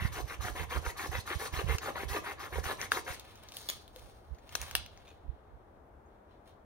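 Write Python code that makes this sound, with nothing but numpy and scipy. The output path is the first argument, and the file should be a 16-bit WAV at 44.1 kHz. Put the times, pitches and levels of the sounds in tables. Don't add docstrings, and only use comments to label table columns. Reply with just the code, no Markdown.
import sys
import numpy as np
from scipy import signal
from scipy.fft import rfft, irfft, next_fast_len
from scipy.io import wavfile
from scipy.ndimage import uniform_filter1d

SR = 44100
rng = np.random.default_rng(int(sys.argv[2]) if len(sys.argv) > 2 else 0)


def store_pcm(level_fs):
    pcm = np.round(np.clip(level_fs, -1, 1) * 32767).astype(np.int16)
    wavfile.write(sys.argv[1], SR, np.atleast_2d(pcm).T)


def to_linear_factor(level_db):
    exponent = np.asarray(level_db, float) / 20
    return 10 ** exponent


N = 293253
TIME = np.arange(N) / SR


def evened(x):
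    return x / np.sqrt(np.mean(x ** 2) + 1e-20)


def slow(noise, size):
    return evened(uniform_filter1d(uniform_filter1d(noise, size), size))


def read(points, hz):
    f, value = np.transpose(points)
    return np.interp(np.log(hz + 1), np.log(f + 1), value)


def add(mix, s, sound):
    start = round(s * SR)
    sound = sound[..., max(-start, 0):]
    part = mix[..., max(start, 0):][..., :sound.shape[-1]]
    part += sound[..., :part.shape[-1]]


def coloured(x, points):
    log_gain = read(points, np.fft.rfftfreq(4096, 1 / SR)) * np.log(10) / 20
    both_sides = np.r_[log_gain, log_gain[-2:0:-1]]
    minimum_phase = np.exp(np.conj(signal.hilbert(both_sides)))
    taps = np.fft.ifft(minimum_phase).real[:2048]
    return signal.oaconvolve(x, taps / np.linalg.norm(taps))[:len(x)]


def resonate(x, hz, width):
    r = np.exp(-np.pi * width / SR)
    return 2 * signal.lfilter([1 - r], [1, -r * np.exp(2j * np.pi * hz / SR)], x).real


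def above(x, hz):
    return signal.sosfilt(signal.butter(2, hz, "high", fs=SR, output="sos"), x)


def below(x, hz):
    return signal.sosfilt(signal.butter(2, hz, "low", fs=SR, output="sos"), x)


# pitch_hz, level_db
PORT_DIFFERENCE = [(380, 1.5), (1290, 3), (2380, 1.5), (3100, 4), (4000, 2.5), (5400, 6), (7000, 1),
                   (9000, -4), (11500, -1), (15000, 0)]
# pitch_hz, turn_radians
PORT_TURN = [(700, 0), (1380, .3), (2330, 1.5), (3360, 0), (8000, -2), (10600, 0)]


def placed(x, lag, wet_db, shade=1):
    size = next_fast_len(len(x) + 64)
    hz = np.fft.rfftfreq(size, 1 / SR)
    aside = np.clip(lag / 6.5, 0, 1)
    phase = -np.pi * hz * lag / SR + .5 * aside ** 2 * read(PORT_TURN, hz)
    left = to_linear_factor(shade * read(PORT_DIFFERENCE, hz) / 2) * np.exp(1j * phase)
    spectrum = rfft(np.r_[np.zeros(32), x], size)
    pair = irfft(spectrum * np.array([left, 1 / left]), size)[:, 32:32 + len(x)]
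    return pair, to_linear_factor(wet_db) * x


# pitch_hz, t60_s
FOREST_T60 = [(300, 0.808), (1500, 0.17), (4000, 0.42), (12000, 0.11)]
# pitch_hz, level_db
SCATTER = [(300, -5.5), (1000, -2), (3000, 1), (12000, 1.5)]


def forest(x):
    taps = np.zeros((2, SR))
    at = np.arange(100, SR - 20, 20) + rng.integers(0, 20, (2, (SR - 101) // 20))
    np.put_along_axis(taps, at, rng.choice([-1., 1.], at.shape), 1)
    hz, t, z = signal.stft(taps, SR, nperseg=256)
    trunks = to_linear_factor(-60 * t / read(FOREST_T60, hz)[:, None])
    ground = to_linear_factor(-60 * t / .075)
    fall = trunks * (1 + ground)
    tail = signal.istft(z * fall * to_linear_factor(read(SCATTER, hz))[:, None], SR, nperseg=256)[1]
    return signal.fftconvolve(x[None], tail / np.linalg.norm(tail[0]), axes=1)[:, :N]


def patchy(x):
    z = signal.stft(x, nperseg=256)[2]
    field = rng.standard_normal(z.shape[1:])
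    field = evened(uniform_filter1d(uniform_filter1d(field, size=4, axis=0), size=6, axis=1))
    return signal.istft(z * to_linear_factor(2.5 * field), nperseg=256)[1][:, :N]


# start_s, length_s, rasp_db, tooth_knocks_db, upper_modes_db
STROKES = [(-0.04, 0.1646, -43.5, -7, 12.5), (0.105, 0.1304, -40.5, -2, 2.5),
           (0.252, 0.133, -45.5, -5.5, -8), (0.382, 0.1488, -40, -0.5, -4.5),
           (0.535, 0.1399, -41.5, 0.5, 4.5), (0.68, 0.1223, -38.5, -0.5, -3), (0.815, 0.1267, -42.5, 1, 4),
           (0.945, 0.1501, -38.5, -13, -18), (1.099, 0.119, -41, -2, 11),
           (1.245, 0.1237, -38.5, -9.5, -10.5), (1.375, 0.1335, -41, 1, -29), (1.505, 0.1422, -38.5, -3, 0),
           (1.654, 0.1278, -38.5, 0, 3.5), (1.797, 0.1288, -39.5, 2.5, 0), (1.93, 0.1445, -41, -0.5, 3),
           (2.07, 0.138, -39, 5.5, 13), (2.216, 0.1434, -41.5, 0, 4), (2.365, 0.131, -44, 0, -8),
           (2.494, 0.142, -44.5, 2.5, -18), (2.618, 0.137, -36.5, -6.5, 1.5),
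           (2.77, 0.1259, -41.5, -6, -13), (2.898, 0.1171, -37.5, -1, 13.5),
           (3.046, 0.1104, -42.5, -4.5, -2.5)]
# start_s, length_s, grit_db
CONTACT = [(0.002, 0.081, -57.0), (0.124, 0.092, -54.2), (0.277, 0.074, -57.3), (0.412, 0.091, -52.5),
           (0.556, 0.088, -56.2), (0.7, 0.085, -53.1), (0.85, 0.062, -52.6), (0.973, 0.105, -52.8),
           (1.114, 0.099, -54.1), (1.264, 0.099, -53.1), (1.393, 0.086, -50.4), (1.529, 0.096, -53.1),
           (1.682, 0.083, -53.3), (1.818, 0.088, -54.9), (1.963, 0.085, -56.8), (2.085, 0.1, -51.3),
           (2.239, 0.096, -58.3), (2.395, 0.078, -58.3), (2.529, 0.075, -57.0), (2.637, 0.098, -50.4),
           (2.798, 0.061, -53.1), (2.914, 0.086, -49.3), (3.074, 0.084, -54.5)]
ARM = [(0.49, 60), (0.44, 58)]
# pressure_gain_along_stroke_db, fibre_drive_db, low_modes_gain_along_stroke_db
LEAN = [(-6.5, 6.5, -0.5), (10.5, 8.5, 11)]
LIFTED = [(.4, .13), (.13, .4)]
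# pitch_hz, level_db_per_hz
PUSH_RASP = [(150, -17.5), (300, -24), (600, -12.5), (800, -14.5), (1330, -7.5), (2050, -6.5), (2600, -12),
             (4200, -12.5), (6500, -18.5), (10000, -19.5), (16000, -26)]
# pitch_hz, level_db_per_hz
PULL_RASP = [(150, -33), (300, -12.5), (550, -14.5), (1100, -4), (1400, -4.5), (1900, -6.5), (2600, -11.5),
             (4200, -9.5), (6500, -15.5), (10000, -18), (16000, -22.5)]
# pitch_hz, width_hz, push_db, pull_db
BRANCH = [(373, 167.5, -6.5, -6.5), (554.3, 184, -4.5, -9), (799.9, 63.7, -5, -6), (975.3, 21.6, 3, -2.5),
          (1107, 90, -5, -10.5), (1209.4, 21.1, -12, 0.5), (1675.6, 79, -12.5, -7.5),
          (2033.3, 71.4, -2, -15.5), (2625, 110, -12.5, -21.5)]


def saw():
    ringing, body, grit, blade = np.zeros((4, N))
    for k, (s, length, rasp_db, knock_db, upper_db) in enumerate(STROKES):
        way = k % 2
        place, tooth_count = ARM[way]
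        pressure_db, fibre_db, low_db = LEAN[way]
        chance = rng.standard_normal((4 + len(BRANCH), int(length * SR)))
        u = np.linspace(0, 1, chance.shape[1])
        speed = np.sin(np.pi * u ** (np.log(.5) / np.log(place)))

        tooth_hz = tooth_count / length * np.sqrt(speed) * (1 + .08 * slow(chance[0], size=100))
        turns = np.cumsum(tooth_hz) / SR
        bite = to_linear_factor(4.2 * slow(chance[1], size=160))
        tooth_hits = np.diff(np.floor(turns), prepend=0) * bite * to_linear_factor(2 * chance[2])
        puffs = (0.5 + np.exp(-(turns % 1) / 0.356)) * np.sqrt(bite)
        fibres = chance[3] * puffs
        drive = to_linear_factor(knock_db) * evened(tooth_hits) + to_linear_factor(fibre_db - 9.5) * evened(fibres)

        bend = 1 + .025 * chance[2, 0]
        wood = np.zeros(len(u))
        for m, (hz, width, *db) in enumerate(BRANCH):
            upper, width = hz > 1900, max(width, 40)
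            grip_db = 2.81 * slow(chance[4 + m], size=500)
            mode_db = db[way] + upper_db * upper + low_db * (u - .5) * (hz < 850) + grip_db
            mode = resonate(resonate(drive, hz * bend, 1.795 * width), hz * bend, 2.024 * width)
            wood += (-1) ** m * to_linear_factor(mode_db) * speed ** (1.6 * upper) * mode

        colour = (PUSH_RASP, PULL_RASP)[way]
        rasp = coloured(evened(fibres), colour)
        hiss = coloured(evened(chance[3, ::-1] * puffs), colour)
        free = np.clip((speed - 0.0886) / 0.67, .12, 1)
        force = to_linear_factor(rasp_db + pressure_db * (u - .5)) * free

        start, span, grit_db = CONTACT[k]
        since = s + u * length - start
        edge = np.minimum(since, span - since) / .012 + .7
        touch = np.clip(edge, np.where(u < .5, *LIFTED[way]), 1)
        touch = to_linear_factor(grit_db + 12.5) * speed ** 0.15 * touch / np.sqrt(bite)
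        add(blade, s, to_linear_factor(-5) * touch * speed ** 0.58 * hiss)
        add(grit, s, touch * rasp)
        add(body, s, force * speed ** 0.906 * rasp)
        add(ringing, s, force * speed ** 0.239 * to_linear_factor(9.5) * wood)
    body, grit, blade = patchy(np.array([body, grit, blade]))
    kerf = ringing + below(body, 4516) + above(grit, 4516)
    near, far = placed(kerf, 7.19, -4.5)
    return near + placed(above(blade, 2370), -2, -99)[0], far


# pitch_hz, level_db_per_hz
HUSH = [(15, -43.5), (25, -23.5), (58, -3.5), (102, -15), (133, -12), (157, -33), (198, -14.5), (238, -19),
        (399, -15.5), (481, -17), (742, -16), (900, -19), (1600, -28.5), (3500, -51.5), (4550, -90),
        (7700, -120)]
# pitch_hz, likeness
LIKENESS = [(60, 1), (240, 0.942), (950, 0.0031), (3770, 0.14), (15000, 0.24)]
# time_s, level_db
DRONE = [(4.8, -85), (5.1, -81), (6.65, -87.5)]


def hush():
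    frames, hz = N // 512 + 5, np.fft.rfftfreq(2048, 1 / SR)
    a, b, c, d = rng.standard_normal((frames, 1025, 4)).T
    same = np.clip(read(LIKENESS, hz), -1, 1)[:, None]
    left = a + 1j * b
    right = same * left + np.sqrt(1 - same ** 2) * (c + 1j * d)
    z = np.array([left, right]) * to_linear_factor(read(HUSH, hz)[:, None])
    air = evened(signal.istft(z, nperseg=2048, noverlap=1536)[1][:, :N])
    air = to_linear_factor(-60) * to_linear_factor([[2.5], [-.4]]) * air
    drone = evened(resonate(rng.standard_normal(N), 100, 5.8))
    return air + to_linear_factor(np.interp(TIME, *np.transpose(DRONE))) * drone


# time_s, peak_db, pitch_hz, width_s
GUSTS = [(0.022, -25, 90.5, 0.0104), (0.053, -20, 94.3, 0.0075), (0.108, -37.5, 75.5, 0.095),
         (0.223, -36.5, 57.5, 0.054), (0.251, -27, 64.2, 0.0182), (0.403, -31.5, 70.4, 0.0202),
         (0.45, -32.5, 97.1, 0.0265), (0.52, -39, 53.6, 0.0446), (0.623, -31, 80.7, 0.0416),
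         (0.783, -28, 70.9, 0.046), (0.878, -31.5, 65.6, 0.021), (1.094, -27.5, 69.2, 0.0184),
         (1.149, -35, 62.2, 0.084), (1.189, -31, 92.3, 0.01), (1.362, -27.5, 76.4, 0.0189),
         (1.543, -26.5, 70, 0.0195), (1.58, -31, 70.7, 0.0296), (1.648, -21.5, 81, 0.013),
         (1.692, -24.5, 71.6, 0.08), (1.749, -26.5, 81.7, 0.011), (2.061, -30.5, 64.7, 0.0336),
         (2.123, -34, 68, 0.0393), (2.587, -31.5, 75.5, 0.075), (2.668, -31.5, 71.5, 0.0137),
         (3.107, -37, 71, 0.0199), (3.75, -45.5, 59, 0.0277), (4.032, -49, 59, 0.093),
         (4.322, -35.5, 67.4, 0.0394), (4.627, -40, 70.5, 0.053), (4.801, -46, 64.6, 0.12),
         (5.262, -45, 69, 0.024), (5.297, -30, 55.8, 0.0193), (5.343, -49, 67.4, 0.0347),
         (5.55, -49, 59, 0.047)]
# time_s, level_db
BREEZE = [(0.0, -38.5), (0.31, -55.5), (0.74, -50.5), (0.91, -55), (1.55, -58), (2.0, -51.5), (2.33, -59.5),
          (2.72, -55), (3.26, -66.5), (4.39, -68), (4.78, -54), (4.93, -63), (5.46, -70.5), (6.65, -79)]


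def wind():
    right, t = np.zeros(N), np.arange(-3000, 3000) / SR
    for s, peak_db, hz, width in GUSTS:
        shape = np.exp(-np.log(16) * (t / np.clip(width, .012, .07)) ** 2)
        push = np.zeros(len(t))
        for ratio, gain in (1, 1), (2.01, 0.25), (0.79, 0.7275):
            push += gain * np.cos(2 * np.pi * (ratio * hz * t + rng.random()))
        add(right, s + t[0], to_linear_factor(peak_db) * shape * push)
    breeze = np.array([evened(resonate(resonate(v, 75, 50), 75, 50)) for v in rng.standard_normal((2, N))])
    breeze *= to_linear_factor(np.interp(TIME, *np.transpose(BREEZE))) * to_linear_factor([[-3], [3]])
    return breeze + right * to_linear_factor([[-27], [0]])


# start_s, peak_db, pitch_hz, t60_s
KNOCKS = [(1.308, -36.5, 362.6, 0.13), (1.598, -35, 374, 0.061), (1.686, -41, 398, 0.046),
          (1.884, -28.5, 582, 0.017), (2.034, -32.5, 392, 0.018), (2.149, -32, 407, 0.12),
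          (2.584, -29.5, 457, 0.018), (2.966, -38.5, 363.6, 0.056), (3.696, -42.5, 548, 0.018),
          (3.961, -49, 504.7, 0.078), (4.551, -44, 680, 0.03), (4.615, -56, 436, 0.047),
          (4.757, -45.5, 751, 0.068)]


def stem_knocks():
    out, t = np.zeros(N), np.arange(5000) / SR
    for s, peak_db, hz, t60 in KNOCKS:
        swell = (1 - np.exp(-t / 0.00019)) * to_linear_factor(-60 * t / np.clip(t60, .02, .1))
        note = np.sin(2 * np.pi * (hz * t + rng.random()))
        add(out, s, to_linear_factor(peak_db) * swell / swell.max() * note)
    return placed(out, 4, -6.5)


# start_s, peak_db, ring_hz, treble_db
KERF = [(1.396, -58, 5970, 14.5), (1.7833, -35, 2700, -33.5), (2.6414, -37.5, 1805, -48.5),
        (2.814, -32, 1800, -34), (3.113, -46, 5000, -40.5), (3.1448, -45.5, 1990, -33.5)]
# start_s, peak_db, ring_hz, treble_db
FALLEN_END = [(3.1961, -40, 1290, -2), (3.3558, -50.5, 4950, -19.5), (3.3753, -54.5, 5500, -13.5),
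              (3.4345, -49.5, 3000, 4.5), (3.4865, -43.5, 1510, -27), (3.5204, -44.5, 5870, -6.5),
              (3.5384, -47, 4340, -6), (3.5683, -31.5, 4120, 18), (3.8786, -48, 3630, 9.5),
              (3.9609, -43, 4060, -6.5), (3.9934, -55, 3500, -5)]
# start_s, peak_db, ring_hz, treble_db
DROPPED_STEM = [(4.3465, -63, 2080, -26), (4.3844, -61, 1980, -35), (4.4917, -46, 2970, -23),
                (4.5236, -47, 1690, 1)]
# start_s, peak_db, ring_hz, treble_db
REBOUND = [(4.7109, -38.5, 1700, -21.5), (4.8618, -41.5, 2990, -14.5), (4.9744, -53, 1100, -39)]
# snaps, left_lag_samples, ring_t60_s, ring_share
SPOTS = [
    (KERF, 3.96, 0.035, 0.5),
    (FALLEN_END, 3.2, 0.015, 0.2),
    (DROPPED_STEM, -2.8, 0.0091, 0.4),
    (REBOUND, 2.9, 0.025, 0.2),
]
# pitch_hz, level_db_per_hz, share_of_treble_change_0_to_1
CRACK = [(244.3, -39, 0.13), (493, -9.5, 0.8), (1680, -4, 0.07), (3000, 2.5, 0.6), (6200, 2, 0.3),
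         (10100, -9.5, 0.87), (17000, -7, 0.5)]


def snap_of_wood(hz, treble_db, t60, ring):
    t = np.arange(2000) / SR
    fall = to_linear_factor(-60 * t / (0.2 * t60)) + 0.081 * to_linear_factor(-60 * t / .05)
    splinter = rng.standard_normal(2000) * np.minimum(t / .0008, 1) ** 2 * fall
    splinter *= to_linear_factor(2.5 * slow(rng.standard_normal(2000), size=30))
    splinter[42] += 2.4 * abs(splinter).max()
    colour = [(f, db + share * (treble_db + 15.5)) for f, db, share in CRACK]
    broad = evened(coloured(splinter, colour))
    return broad, broad + ring * evened(resonate(splinter, hz, 5 / t60))


def cracks():
    near, far = np.zeros((2, N)), np.zeros(N)
    for snaps, lag, t60, ring in SPOTS:
        for s, peak_db, hz, treble_db in snaps:
            broad, snap = snap_of_wood(hz, treble_db, t60, ring)
            scale = to_linear_factor(peak_db + 11.5) / abs(snap).max()
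            add(near, s, placed(scale * snap, lag, -99)[0])
            add(far, s, to_linear_factor(-11) * scale * broad)
    return near, far


# pitch_hz, level_db_per_hz
SHARDS = [(400, -30), (1200, -9), (3300, -0.5), (5200, -7), (9500, -1.5), (14500, -3.5), (17000, -9)]
# pitch_hz, width_hz, level_db
HINGE = [(707.7, 110, -7), (1100, 150, -11), (1539, 170, -5.5), (1715, 376, 22.5), (3420, 330, 6.5),
         (6320, 460, -12), (9580, 230, -25), (12400, 340, -22)]
# pitch_hz, width_hz, level_db
LIMB = [(1136, 170, -5.5), (2600, 460, -14), (3500, 290, -0.5), (5000, 930, -7), (6640, 650, -12),
        (9760, 900, -8), (12500, 900, -25.5), (14500, 710, -4.5)]
# pitch_hz, width_hz, level_db
TWIG = [(1670, 400, -5.5), (2700, 290, -3.5), (3640, 180, -5), (4220, 300, 1), (6030, 610, 3),
        (9000, 600, -17), (12700, 750, -14), (15200, 600, -11.5)]
# pitch_hz, width_hz, level_db
SPUR = [(2514, 290, -6), (6180, 540, -1.5), (7050, 300, 2), (9530, 400, -6), (12100, 500, -7.5),
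        (14400, 600, -12)]
# pitch_hz, width_hz, level_db
STEM = [(770, 200, -13), (1864, 400, -7), (3100, 647, 3), (3700, 500, -9.5), (4740, 420, 0.5),
        (5900, 598, -11), (9720, 700, 1), (11300, 800, -9), (12700, 900, -8.5), (14900, 750, -1)]
# (start_s, peak_db, rise_s, tearing_t60_s)
BREAKS = [
    (HINGE, 4.05, 1.8, -11.5, [(2.9174, -11.5, .0018, 0.0147)]),
    (LIMB, 11.42, 1.26, -10.5, [(3.6879, -19, .0005, .02), (3.6932, -23, .0006, 0.013), (3.6991, -15, .0005, 0.017), (3.7085, -37, .001, .02), (3.732, -33.5, .002, 0.027)]),
    (TWIG, -2.5, 5.1, -13.5, [(4.5523, -16, .0007, 0.017)]),
    (SPUR, 0.34, 1.28, -10, [(4.6151, -20.5, .0008, 0.0066)]),
    (STEM, 3.4, 5.8, -9.5, [(4.7516, -7.5, .0006, 0.016), (4.7655, -28, .001, 0.016)]),
]


def breaks():
    near, far, t = np.zeros((2, N)), np.zeros(N), np.arange(2000) / SR
    for modes, lag, shade, wet_db, blows in BREAKS:
        for s, peak_db, rise, t60 in blows:
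            after = np.maximum(t - rise, 0)
            swell = np.minimum(t / rise, 1) ** 2 * to_linear_factor(-60 * after / t60)
            tear = swell * (0.5 * rng.standard_normal(2000) + rng.choice([-1., 1.], 2000))
            tear[round(rise * SR)] += 3
            broad = coloured(tear, SHARDS)
            snap = 0.15 * broad
            for hz, width, db in modes:
                early = tear * to_linear_factor(-0.2 * hz * after)
                snap = snap + to_linear_factor(db) * resonate(early, hz, width)
            snap = to_linear_factor(peak_db) / abs(snap).max() * snap
            pair, wet = placed(snap, lag, wet_db, np.clip(shade, 1, 2.2))
            add(near, s, pair)
            add(far, s, 0.6 * wet + 0.87 * np.std(wet) * evened(broad))
    return near, far


# peak_s, level_db, rise_s, fall_db_per_s, treble_db
STIRS = [(3.12, -58.5, 0.108, 68, 9.5), (3.3, -62.5, 0.18, 65, 11.5), (3.44, -69.5, 0.0184, 33, -10),
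         (3.57, -56, 0.0696, 91, 20), (3.709, -56.5, 0.013, 185.5, 17.5), (3.968, -62.5, 0.053, 56.5, 15.5),
         (4.42, -84, 0.33, 19.5, -1.5), (4.57, -53.5, 0.114, 56, 12), (4.625, -57.5, 0.05, 109.5, 16),
         (4.67, -61, 0.024, 200, 6.5), (4.78, -60.5, 0.0166, 166, -5.5), (4.95, -75, 0.089, 69.5, 2.5),
         (5.09, -70, 0.057, 201.5, 11.5), (5.3, -86.5, 0.081, 16, -4.5), (6.1, -86.5, .05, 57.5, 0),
         (6.315, -75, 0.0485, 296.5, 0), (6.475, -67.5, 0.0293, 350.5, 12.5)]
# pitch_hz, level_db_per_hz
TWIGS = [(300, -7.5), (600, 2), (1100, 4), (2200, 0), (3500, 2.5), (5000, -4.5), (6500, -17.5),
         (10000, -17.5), (16000, -21)]


def rustle():
    sizes = to_linear_factor(3.2 * np.minimum(rng.exponential(1, N), 4.5))
    struck = rng.random(N) < 9000 / SR
    ticks = evened(coloured(sizes * rng.standard_normal(N) * struck, TWIGS))
    ticks = evened(ticks * to_linear_factor(2.5 * slow(rng.standard_normal(N), size=250)))
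    out = np.zeros(N)
    for s, level_db, rise, fall_db, treble_db in STIRS:
        shape_db = np.where(TIME < s, -18.5 * (s - TIME) / rise, fall_db * (s - TIME))
        live = shape_db > -40
        stirred = ticks[live]
        stirred = stirred + (to_linear_factor(treble_db) - 1) * above(stirred, 7500)
        out[live] += stirred * to_linear_factor(level_db + 1 + shape_db[live])
    return placed(out, 5.07, -1.2)


# start_s, peak_db
FOLD = [(5.0547, -58.5), (5.0711, -59), (5.0781, -52.5), (5.087, -55.5), (4.7, -59.5), (5.103, -58),
        (5.113, -60.5)]
# pitch_hz, width_hz, level_db
HANDLE = [(2480, 41, 2), (3540, 60, -2), (4970, 27, -9.5), (5900, 34, -6.5), (6660, 60, -8.5),
          (9900, 54, -31.5), (12200, 91, -21.5), (14000, 98, -23), (15400, 100, -7)]
# start_s, level_db, pitch_hz, t60_s
TINGS = [(5.851, -68, 12100, 0.176), (6.055, -77, 6632, 0.14), (6.055, -82, 8300, .1),
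         (6.055, -74.5, 13480, .08)]


def folding():
    clicks, t = np.zeros(N), np.arange(8000) / SR
    short = t[:1500]
    for s, peak_db in FOLD:
        swell = to_linear_factor(peak_db - 60 * short / 0.023) * np.minimum(short / 0.0011, 1)
        add(clicks, s, swell * rng.standard_normal(1500))
    handle = sum(to_linear_factor(db) * resonate(clicks, hz, width + 150) for hz, width, db in HANDLE)
    out = to_linear_factor(13.5) * handle + 0.96 * coloured(clicks, TWIGS)
    for s, db, hz, t60 in TINGS:
        add(out, s, to_linear_factor(db - 60 * t / t60) * np.sin(2 * np.pi * hz * t) * (1 - np.exp(-t / 0.005)))
    return placed(out, 1.7, -10)


def scene():
    near, far = zip(saw(), stem_knocks(), cracks(), breaks(), rustle(), folding())
    return sum(near) + forest(sum(far)) + wind() + hush()


def band_limit(x):
    return signal.sosfilt(signal.butter(12, 17130, fs=SR, output="sos"), x)


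# pitch_hz, level_db
CASING = [(4200, 1), (4950, -2.5), (5700, 0.5), (6800, 2.5), (7500, -10), (8300, -1.5), (9600, 0.5),
          (10600, -4), (13500, -0.5), (15700, -0.5), (16400, -28), (17200, -48)]
# pitch_hz, level_db_per_hz
HISS = [(1500, -20), (3500, 0), (5000, -4), (6500, -3), (7300, -7), (8000, -5), (10000, -5), (15700, -6),
        (16500, -30)]


def record(dry):
    size = next_fast_len(N)
    casing = to_linear_factor(read(CASING, np.fft.rfftfreq(size, 1 / SR)))
    heard = irfft(rfft(dry, size) * casing, size)[:, :N]
    hiss = np.array([coloured(v, HISS) for v in rng.standard_normal((2, N))])
    hiss *= to_linear_factor(-88.5) * to_linear_factor([[4], [2.2]])
    return band_limit(heard + hiss)


dry = scene()
out = record(dry)
store_pcm(out)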